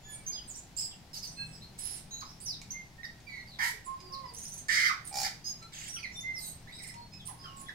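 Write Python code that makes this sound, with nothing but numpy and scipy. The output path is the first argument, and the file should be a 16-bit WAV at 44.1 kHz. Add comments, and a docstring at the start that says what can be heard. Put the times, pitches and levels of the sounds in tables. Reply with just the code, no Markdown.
"""A tui in a flowering cherry tree, close to a camera's stereo microphone and to its right.
Over faint rumble and a distant machine's hum it opens with pure bell notes, fast high chirps and
squeaks, often two at once from the two sides of its syrinx. Hoarse rasps join after a second, dry
clicks later. Two loud squawks at 3.6 and 4.7 s lead to a throaty rattle at 5.1 s, then the quick notes
run on to the end. All along, a fence and the trees around give a short echo."""
import sys
import numpy as np
from scipy import signal
from scipy.fft import rfft, irfft, next_fast_len
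from scipy.io import wavfile
from scipy.ndimage import map_coordinates

SR = 44100
rng = np.random.default_rng(int(sys.argv[2]) if len(sys.argv) > 2 else 0)


def put_to_file(sound):
    """Save the sound as 16-bit audio at rate SR, in the file named by the first command-line argument."""
    columns = np.atleast_2d(sound).T  # one column per channel
    safe = np.clip(columns, -1, 1)
    whole_steps = np.round(safe * 32767)
    wavfile.write(sys.argv[1], SR, whole_steps.astype(np.int16))


N = 341334

# Levels in the tables are relative; each source sets its own gain on top.
# outdoor air: (frequency [Hz], level [dB])
AIR_SPECTRUM = [(20, -1), (150, -1), (500, -16.5), (800, -12.5), (1200, -21), (2000, -19.5), (3000, -22.5),
                (5000, -21), (8000, -29.5), (15500, -35.5)]
# how alike the outdoor rumble and hiss are at the two microphones: (frequency [Hz], likeness [0-1])
AIR_LIKENESS = [(100, 0.98), (400, 0.65), (2500, 0.22)]
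# partials of the distant machine: (pitch [Hz], level [dB])
HUM_PARTIALS = [(119.5, -65.5), (159, -65), (199, -69.5)]
# drift of its hum: (time [s], level [dB])
HUM_DRIFT = [(0, -2), (1.2, -4), (1.5, 8.5), (1.9, -8.5), (2.65, 5), (3.1, -3.5), (6.9, 1.5), (7.2, 8.5),
             (7.5, -1.5)]

# held pure notes: (time [s], core length [s], pitch [Hz], level [dB])
BELL_NOTES = [(.01, 0.12, 6870, -62.5), (0.019, 0.094, 3413, -62), (0.04, 0.089, 1712, -62),
              (.098, 0.13, 2280, -62.5), (0.314, 0.04, 4897, -43), (1.355, 0.068, 4187, -50),
              (1.363, 0.074, 2613, -52.5), (1.37, 0.062, 1622, -58.5), (2.725, 0.073, 2094, -51.5),
              (2.975, 0.033, 1830, -57), (3.854, 0.082, 1058, -43), (3.727, 0.029, 425, -62.5),
              (3.998, 0.076, 365.4, -60), (4.08, 0.15, 530, -66), (4.094, 0.12, 1071, -46.5),
              (4.309, 0.045, 461, -61.5), (5.613, 0.022, 1333, -57.5), (5.615, 0.032, 4080, -59.5),
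              (6.148, 0.036, 3563, -46), (6.151, 0.05, 10740, -59.5), (6.22, 0.1, 2070, -42.5),
              (6.919, 0.077, 940, -54), (6.955, 0.064, 4303, -59), (7.112, 0.053, 5100, -59),
              (7.114, .06, 2560, -66), (7.309, 0.31, 1082, -63.5), (7.651, 0.041, 3383, -59)]
# overtones let out by the beak: (frequency [Hz], level [dB])
BEAK_OVERTONES = [(2000, -13), (3000, -18.5), (4300, -9), (5600, -14), (8000, -26), (13000, -23),
                  (17000, -28)]
# air rushing through the syrinx: (frequency [Hz], level [dB])
HISS_SPECTRUM = [(600, -29), (2500, -8), (4200, -3), (5800, -2.5), (8200, -1.5), (9500, -10), (11000, -2),
                 (15500, -9)]
# rough sliding notes: (time [s], length [s], start pitch [Hz], end pitch [Hz], level [dB])
BUZZ_NOTES = [(.08, 0.066, 11900, 10200, -58), (0.542, .025, 5450, 5840, -51),
              (0.905, 0.04, 3760, 2614, -58.5), (1.172, .016, 5200, 6500, -45.5),
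              (1.518, 0.066, 5500, 4870, -57.5), (1.612, 0.042, 3900, 4440, -55),
              (1.787, 0.012, 7400, 10000, -42.5), (2.214, 0.02, 1710, 967, -47),
              (2.247, .08, 4990, 5600, -57), (2.401, 0.035, 7200, 10000, -50.5),
              (3.042, 0.016, 5970, 4580, -49), (3.471, 0.095, 5110, 3440, -57.5),
              (4.882, .034, 1672, 1049, -33), (5.045, 0.057, 9470, 8440, -46.5),
              (5.876, .022, 7400, 9900, -48), (5.943, .03, 1650, 1297, -55),
              (5.958, 0.037, 3540, 2060, -48.5), (5.97, .04, 5260, 4530, -54.5),
              (6.197, 0.018, 5070, 6620, -48), (6.671, .055, 1750, 2400, -55.5),
              (6.723, .06, 4540, 5470, -60.5), (7.252, .05, 8280, 10480, -45),
              (7.281, 0.039, 1184, 716, -51.5), (7.388, 0.073, 5050, 5090, -56.5),
              (7.44, 0.026, 1745, 1214, -50.5), (7.565, .044, 8060, 6920, -53),
              (7.592, 0.031, 9400, 9970, -52)]
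# clean falling notes: (time [s], length [s], start pitch [Hz], end pitch [Hz], level [dB])
SLUR_NOTES = [(0.116, 0.045, 9700, 8440, -48), (0.323, 0.077, 4500, 2810, -55),
              (0.476, .04, 9320, 6500, -46), (.555, 0.04, 9180, 6570, -49), (1.232, 0.36, 8750, 7830, -62),
              (1.272, 0.011, 6530, 5400, -44), (1.941, .038, 10440, 8170, -48.5),
              (2.207, .013, 6750, 3605, -47.5), (2.457, 0.058, 6400, 4580, -39.5),
              (2.51, .034, 4920, 3580, -48.5), (3.032, 0.018, 2000, 1782, -41),
              (3.263, .16, 2384, 2087, -50.5), (3.287, .13, 2043, 1930, -53),
              (3.845, 0.027, 8500, 6870, -54), (3.856, 0.019, 10650, 9300, -53),
              (3.988, 0.13, 5050, 4690, -59), (4.122, .032, 5900, 3890, -46),
              (4.233, 0.033, 1065, 964, -48), (4.253, 0.053, 5200, 4640, -55.5),
              (6.029, .034, 2640, 1867, -41.5), (6.34, 0.057, 6310, 4610, -47.5),
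              (6.378, .14, 13900, 12900, -57), (6.379, 0.15, 9400, 8330, -50),
              (6.369, 0.13, 8300, 7700, -54), (6.375, 0.11, 4210, 3870, -57.5),
              (6.401, .11, 4600, 4300, -60.5), (7.193, 0.028, 3940, 3150, -55.5),
              (7.424, 0.11, 3350, 2740, -59.5), (7.684, 0.015, 2140, 1623, -42.5)]
# two-voiced notes: (time [s], length [s], upper pitch [Hz], upper level [dB], lower pitch [Hz],
# lower level [dB], jitter [ratio])
SQUEAK_NOTES = [(0.262, 0.042, 6395, -38.5, 5100, -72, 0.0012),
                (0.771, 0.095, 7710, -41.5, 5090, -42.5, 0.03), (1.79, .16, 10090, -43, 5280, -55, 0.025),
                (2.105, 0.11, 6600, -50, 3990, -53, 0.014), (2.408, 0.056, 10360, -54, 4890, -59, 0.0086),
                (2.705, 0.02, 6390, -38, 4460, -63, .016), (5.441, 0.066, 6450, -43, 5050, -42, .013),
                (5.882, .1, 9420, -53.5, 5820, -46.5, 0.015),
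                (6.118, 0.054, 7200, -62.5, 5720, -54, 0.0086), (6.398, 0.11, 11850, -57, 6540, -57, 0.021),
                (6.721, 0.071, 8200, -59, 3890, -53.5, 0.014)]
# repeated chirps: (time [s], repeats [count], period [s], length [s], start pitch [Hz], end pitch [Hz],
# jitter [ratio], level [dB])
TWITTER_RUNS = [(.766, 3, .021, 0.012, 6770, 8100, 0.013, -38),
                (1.13, 2, 0.092, 0.053, 5290, 4380, 0.05, -47),
                (4.337, 6, .048, .018, 8300, 10520, 0.058, -48.5),
                (4.346, 5, .053, 0.042, 5650, 6600, 0.038, -49),
                (5.731, 5, 0.033, 0.026, 4324, 2070, .038, -54),
                (5.732, 5, 0.032, 0.032, 8010, 6660, 0.06, -51.5),
                (6.791, 3, .047, 0.0261, 2436, 1863, 0.024, -52.5),
                (6.777, 3, 0.054, 0.027, 4730, 5400, .056, -55),
                (6.819, 2, .049, 0.022, 7640, 9400, 0.058, -48)]

# hoarse calls: (time [s], length [s], throat level [dB], beak level [dB], hiss level [dB], hiss top [Hz])
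RASP_CALLS = [(1.135, 0.044, -89, -55, -49.5, 15400), (1.23, .032, -87, -50, -52, 15000),
              (1.781, 0.22, -73, -74, -54.5, 13600), (5.236, 0.04, -42.5, -40, -49, 12000),
              (5.722, 0.18, -61, -60.5, -58, 9100)]
# resonances of the throat and of the beak: (frequency [Hz], level [dB])
THROAT_SPECTRUM = [(500, -56), (900, -58), (1200, -9.5), (1450, 0), (1750, 6), (2150, 7), (2330, 4.5),
                   (2600, -22), (3200, -3), (4200, -97)]
BEAK_SPECTRUM = [(2600, -62), (3100, -41), (3500, -8), (4350, -9.5), (4680, 3), (5100, -2), (5950, -5.5),
                 (7200, -23)]
# dry clicks: (time [s], level [dB])
CLICK_HITS = [(2.6152, -58), (3.202, -72), (4.004, -66), (5.627, -64.5), (6.941, -63.5), (7.135, -66.5)]
# colour of a click: (frequency [Hz], level [dB])
CLICK_SPECTRUM = [(590, -41), (1000, -6), (1610, -19.5), (2240, 7.5), (2930, -6.5), (7180, -0.5),
                  (8810, -12), (15000, -24)]
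# course of each squawk: (time [s], throat level [dB], pitch [Hz], beak level [dB], hiss level [dB])
SQUAWK_PATHS = [
    [(3.588, -38, 1880, -55, -57), (3.592, -34.5, 1892, -45, -59), (3.608, -31, 1794, -52, -50),
     (3.638, -31, 1854, -46, -38), (3.672, -38.5, 2040, -55, -41.5), (3.715, -69, 2080, -67, -44)],
    [(4.684, -40, 1806, -43, -37), (4.692, -30, 1805, -47, -43.5), (4.728, -31.5, 1912, -39, -37),
     (4.782, -29, 2166, -41.5, -40), (4.872, -28, 2037, -39, -48), (4.9, -44, 2020, -46, -50)],
]
# for each squawk: (hiss top [Hz])
SQUAWK_HISS_TOPS = [15400, 10100]
# for each squawk: (growl [yes/no])
SQUAWK_HAS_GROWL = [True, False]
# strength of the rattle: (time [s], knock level [dB], crack level [dB])
RATTLE_LEVELS = [(5.113, -42, -73), (5.128, -36.5, -35.5), (5.16, -30, -26), (5.225, -32, -22.5),
                 (5.263, -33.5, -32)]
# low resonances of its knock: (frequency [Hz], twice the bandwidth [Hz], level [dB])
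KNOCK_MODES = [(781, 130, 1.5), (1450, 96, -27), (2363, 68, -9)]
# colour of its crack: (frequency [Hz], level [dB])
CRACK_SPECTRUM = [(300, -45), (1500, -9), (3200, -18.5), (4700, 2.5), (5400, 3), (6100, -4), (7000, 0.5),
                  (8200, -9.5), (11500, -11), (15500, -15)]

# direct song at the left microphone against the right: (frequency [Hz], level [dB])
LEFT_SHADE = [(450, -2.5), (800, 3), (1060, -13.5), (1450, -3.5), (2080, -13.5), (2700, -8.5), (3500, 2.5),
              (4200, -3.5), (5000, -4), (6400, -5.5), (7600, -8.5), (8800, -8.5), (10200, -24),
              (15000, -35)]
# echo off fence and trees: (frequency [Hz], time to fall 60 dB [s])
GARDEN_DECAY = [(500, 0.33), (2000, 0.39), (5000, 0.36), (9000, 0.31), (15000, 0.28)]


def amp(db):
    """Decibels to gain."""
    return 10 ** (np.asarray(db) / 20)


def unit(x):
    """x at rms 1."""
    return x / np.sqrt(np.mean(x ** 2) + 1e-20)


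def along(points, hz):
    """(frequency [Hz], value) points read on a log axis."""
    frequencies, values = np.transpose(points)
    return np.interp(np.log(hz + 1), np.log(frequencies + 1), values)


def wobble(rate, size):
    """A smooth random curve with rate knots a second."""
    knots = rng.standard_normal(int(size * rate / SR) + 4)
    return map_coordinates(knots, [np.arange(size) * rate / SR])


def filtered(x, response):
    """x through a frequency response."""
    size = x.shape[-1]
    padded = next_fast_len(size + 4096)
    return irfft(rfft(x, padded) * response(np.fft.rfftfreq(padded, 1 / SR)), padded)[..., :size]


def coloured(x, spectrum):
    """x shaped by a spectrum, at rms 1."""
    return unit(filtered(x, lambda hz: amp(along(spectrum, hz))))


def clock(length):
    """Sample times of a sound."""
    return np.arange(int(length * SR)) / SR


def swell(t, rise, fall):
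    """An envelope with rounded ends."""
    onset, release = np.clip(t / rise, 0, 1), np.clip((t[-1] - t) / fall, 0, 1)
    return (np.sin(np.pi / 2 * onset) * np.sin(np.pi / 2 * release)) ** 2


def add(out, s, x):
    """Mix a sound in at time s."""
    start = round(s * SR)
    x = x[:max(N - start, 0)]
    out[start:start + len(x)] += x


def tone(hz, overtone_db):
    """Almost a sine, purer the higher it goes."""
    phase = 2 * np.pi * np.cumsum(hz) / SR
    overtone = amp(overtone_db) / (1 + (hz / 6500) ** 4) * np.sin(2 * phase)
    return np.sqrt(2) * (np.sin(phase) + overtone)


def background():
    """Outdoor rumble and faint hiss, with the wavering hum of a distant machine."""
    def mid_and_side(hz):
        spread = np.arccos(along(AIR_LIKENESS, hz)) / 2
        return amp(along(AIR_SPECTRUM, hz)) * [np.cos(spread), np.sin(spread)]
    mid, side = filtered(rng.standard_normal((2, N)), mid_and_side)
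    air = amp(-54.5 + .7 * wobble(3, N)) * unit(np.array([mid + side, mid - side]))
    drift_db = np.interp(np.arange(N) / SR, *np.transpose(HUM_DRIFT))
    hum = sum(amp(db + 2 * wobble(4, N)) * tone(hz + 2.5 * wobble(9, N), overtone_db=-30)
              for hz, db in HUM_PARTIALS)
    return (air + amp(drift_db) * hum) * amp([[.9], [-.9]])  # a little louder on the left


def bells():
    """One side of the syrinx holds a note that swells gently, arches in pitch and barely wavers."""
    out = np.zeros(N)
    for s, core, hz, db in BELL_NOTES:
        t = clock(1.36 * core)
        arch = np.sin(np.pi * t / t[-1]) - 2 / np.pi
        pitch = hz * (1 + .0019 * wobble(39.5, len(t)) + .018 * arch)
        envelope = swell(t, rise=.5 * core, fall=.35 * core)
        add(out, s, amp(db + 4) * envelope * tone(pitch, overtone_db=-33))
    return out


def chirp(pitch, jitter):
    """A note on a pitch path; an unsteady membrane roughens it and lets air hiss past."""
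    t = np.arange(len(pitch)) / SR
    unsteady_hz = pitch * (1 + .96 * jitter * wobble(705.7, len(t)))
    phase = 2 * np.pi * np.cumsum(unsteady_hz) / SR
    voice = np.sin(phase)
    for k in (2, 3):
        voice += amp(along(BEAK_OVERTONES, k * pitch)) * (k * pitch < SR / 2) * np.sin(k * phase) / (k - 1)
    flutter = unit(amp(84 * jitter * wobble(354.6, len(t)) + 2.3 * wobble(51.4, len(t))))
    hiss_gain = amp(-18 + 166 * jitter) * pitch / 8000  # more air in rough, high notes
    hiss = hiss_gain * coloured(rng.standard_normal(len(t)), HISS_SPECTRUM)
    return swell(t, .064 * t[-1], .046 * t[-1]) * flutter * (np.sqrt(2) * voice + hiss)


def slide(length, start_hz, end_hz, bend=.8):
    """Pitch between two notes; a bend under 1 starts fast and eases off."""
    t = clock(length)
    return start_hz * (end_hz / start_hz) ** ((t / t[-1]) ** bend)


def buzzes():
    """Slides made rough by a very unsteady membrane."""
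    out = np.zeros(N)
    for s, length, start_hz, end_hz, db in BUZZ_NOTES:
        add(out, s, amp(db) * chirp(slide(length, start_hz, end_hz), jitter=.043))
    return out


def slurs():
    """Clean falling notes, loudest midway; the faster the slide, the less steady the pitch."""
    out = np.zeros(N)
    for s, length, start_hz, end_hz, db in SLUR_NOTES:
        octaves_per_s = abs(np.log2(start_hz / end_hz)) / length
        note = chirp(slide(length, start_hz, end_hz), jitter=.006 + .0005 * octaves_per_s)
        arch_db = 4 * (1 / 3 - np.linspace(-1, 1, len(note)) ** 2)
        add(out, s, amp(db + arch_db) * note)
    return out


def squeaks(scoop_s=.005, scoop_db=-4):
    """Both sides of the syrinx start flat and soft, then scoop up together, each to its own pitch."""
    out = np.zeros(N)
    for s, length, upper_hz, upper_db, lower_hz, lower_db, jitter in SQUEAK_NOTES:
        slack = np.exp(-clock(length) / scoop_s)
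        scoop = 1 - .105 * slack
        upper = amp(upper_db) * chirp(upper_hz * scoop, jitter)
        lower = amp(lower_db) * chirp(lower_hz * scoop, 1.23 * jitter)
        add(out, s, amp(scoop_db * slack) * (upper + lower))
    return out


def twitters():
    """One slide repeated at a steady beat, each time at a slightly different pitch."""
    out = np.zeros(N)
    for s, repeats, period, length, start_hz, end_hz, jitter, db in TWITTER_RUNS:
        for k in range(repeats):
            pitch = slide(length, start_hz, end_hz) * rng.normal(1, .0126)
            add(out, s + k * period, amp(db) * chirp(pitch, jitter))
    return out


def rasp(t, throat_db, beak_db, hiss_db, top_hz):
    """The syrinx slaps at an unsteady rate and rings throat and beak; air hisses after each slap."""
    slap_hz = 240 * np.exp(.16 * wobble(150, len(t)))
    cycle = np.cumsum(slap_hz) / SR % 1
    air = (np.exp(-cycle / .35) + .45) * rng.standard_normal(len(t))
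    slaps = (np.diff(cycle, prepend=1) < 0) + .06 * air
    throat = amp(throat_db) * coloured(slaps, THROAT_SPECTRUM)
    beak = amp(beak_db) * coloured(slaps, BEAK_SPECTRUM)
    soft_air = filtered(air, lambda hz: 1 / (1 + (hz / top_hz) ** 10))
    hiss = amp(hiss_db - 1.5) * coloured(soft_air, HISS_SPECTRUM)
    return swell(t, rise=.0004, fall=.0055) * (throat + beak + hiss)


def rasps():
    """Short hoarse calls at an even effort."""
    out = np.zeros(N)
    for s, length, *voice in RASP_CALLS:
        add(out, s, rasp(clock(length), *voice))
    return out


def clicks():
    """Short dry ticks between the notes."""
    out, t = np.zeros(N), clock(.026)
    decay = amp(-60 * t / .035)
    for s, db in CLICK_HITS:
        add(out, s, amp(db + 15.5) * decay * coloured(rng.standard_normal(len(t)), CLICK_SPECTRUM))
    return out


def squawks(jitter=.031, growl_db=-9, throat_top_hz=3370):
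    """Two hard rasps around a rough tone muffled by the throat; the first growls an octave below."""
    out = np.zeros(N)
    for path, top_hz, growls in zip(SQUAWK_PATHS, SQUAWK_HISS_TOPS, SQUAWK_HAS_GROWL):
        times, *columns = np.transpose(path)
        t = clock(times[-1] - times[0])
        throat_db, pitch, beak_db, hiss_db = [np.interp(times[0] + t, times, c) for c in columns]
        voice = chirp(pitch, jitter) + growls * amp(growl_db) * chirp(pitch / 2, 2 * jitter)
        muffled = filtered(voice, lambda hz: 1 / (1 + (hz / throat_top_hz) ** 6))
        harsh = rasp(t, throat_db - 4.5, beak_db + 1.5, hiss_db - 1.5, top_hz)
        add(out, times[0], amp(throat_db - 2.5) * muffled + harsh)
    return out


def rattle(start_s=5.113, period_s=.0139, slowing_s=.00011, count=11):
    """Slowing pulses, each a hollow knock choked as the syrinx shuts, with a rough crack on top."""
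    out, t = np.zeros(N), clock(.042)
    gate = (1 - np.exp(-t / .0012)) / (1 + (t / .011) ** 8)
    knock = gate * sum(amp(db) * np.exp(-np.pi * width * t / 2) * np.sin(2 * np.pi * hz * t)
                       for hz, width, db in KNOCK_MODES)
    times, *levels = np.transpose(RATTLE_LEVELS)
    for k in range(count):
        s = start_s + period_s * k + slowing_s * k ** 2
        knock_db, crack_db = [np.interp(s, times, level) for level in levels]
        crack = coloured(rng.standard_normal(len(t)), CRACK_SPECTRUM) * amp(-60 * t / .05)
        add(out, s, amp(knock_db + rng.normal(0, 1)) * knock + amp(crack_db - 6.5) * crack)
    return out


def placed(x):
    """The bird sits close on the right; each pitch divides between the microphones in its own way."""
    def gains(hz):
        left = amp(along(LEFT_SHADE, hz))
        return np.array([left, np.ones_like(left)]) * np.sqrt(2 / (1 + left ** 2))
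    return filtered(x, gains)


def garden(song):
    """Fence, trunks and blossom around the microphone scatter the song into a short diffuse tail."""
    hz, t, noise = signal.stft(rng.standard_normal((2, SR // 2)), SR, nperseg=256)
    early = .67 * amp(-60 * t / .14)
    late = amp(-60 * t / along(GARDEN_DECAY, hz)[:, None])
    onset = 1 - np.exp(-t / .0017)
    tail = signal.istft(noise * (early + late) * onset, SR, nperseg=256)[1]
    tail /= np.linalg.norm(tail, axis=1, keepdims=True)
    crossed = .97 * song + .26 * song[::-1]  # each side spills into the other
    return signal.fftconvolve(crossed, tail, axes=1)[:, :N]


def scene():
    """The song reaches the right microphone just before the left; rattle and clicks reach both at once."""
    held = placed(bells())
    quick = placed(slurs() + buzzes() + twitters() + squeaks() + rasps() + squawks())
    pulses = placed(rattle() + clicks())
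    delay_s = .00043 * np.array([[.5], [-.5]])  # left late, right early
    direct = filtered(held + quick, lambda hz: np.exp(-2j * np.pi * hz * delay_s))
    echo = garden(quick + .9 * (held + pulses))
    return direct + pulses + echo + background()


def record(dry, top_hz=15820):
    """The camera keeps nothing above its band limit."""
    return filtered(dry, lambda hz: hz < top_hz)


dry = scene()
out = record(dry)
put_to_file(out)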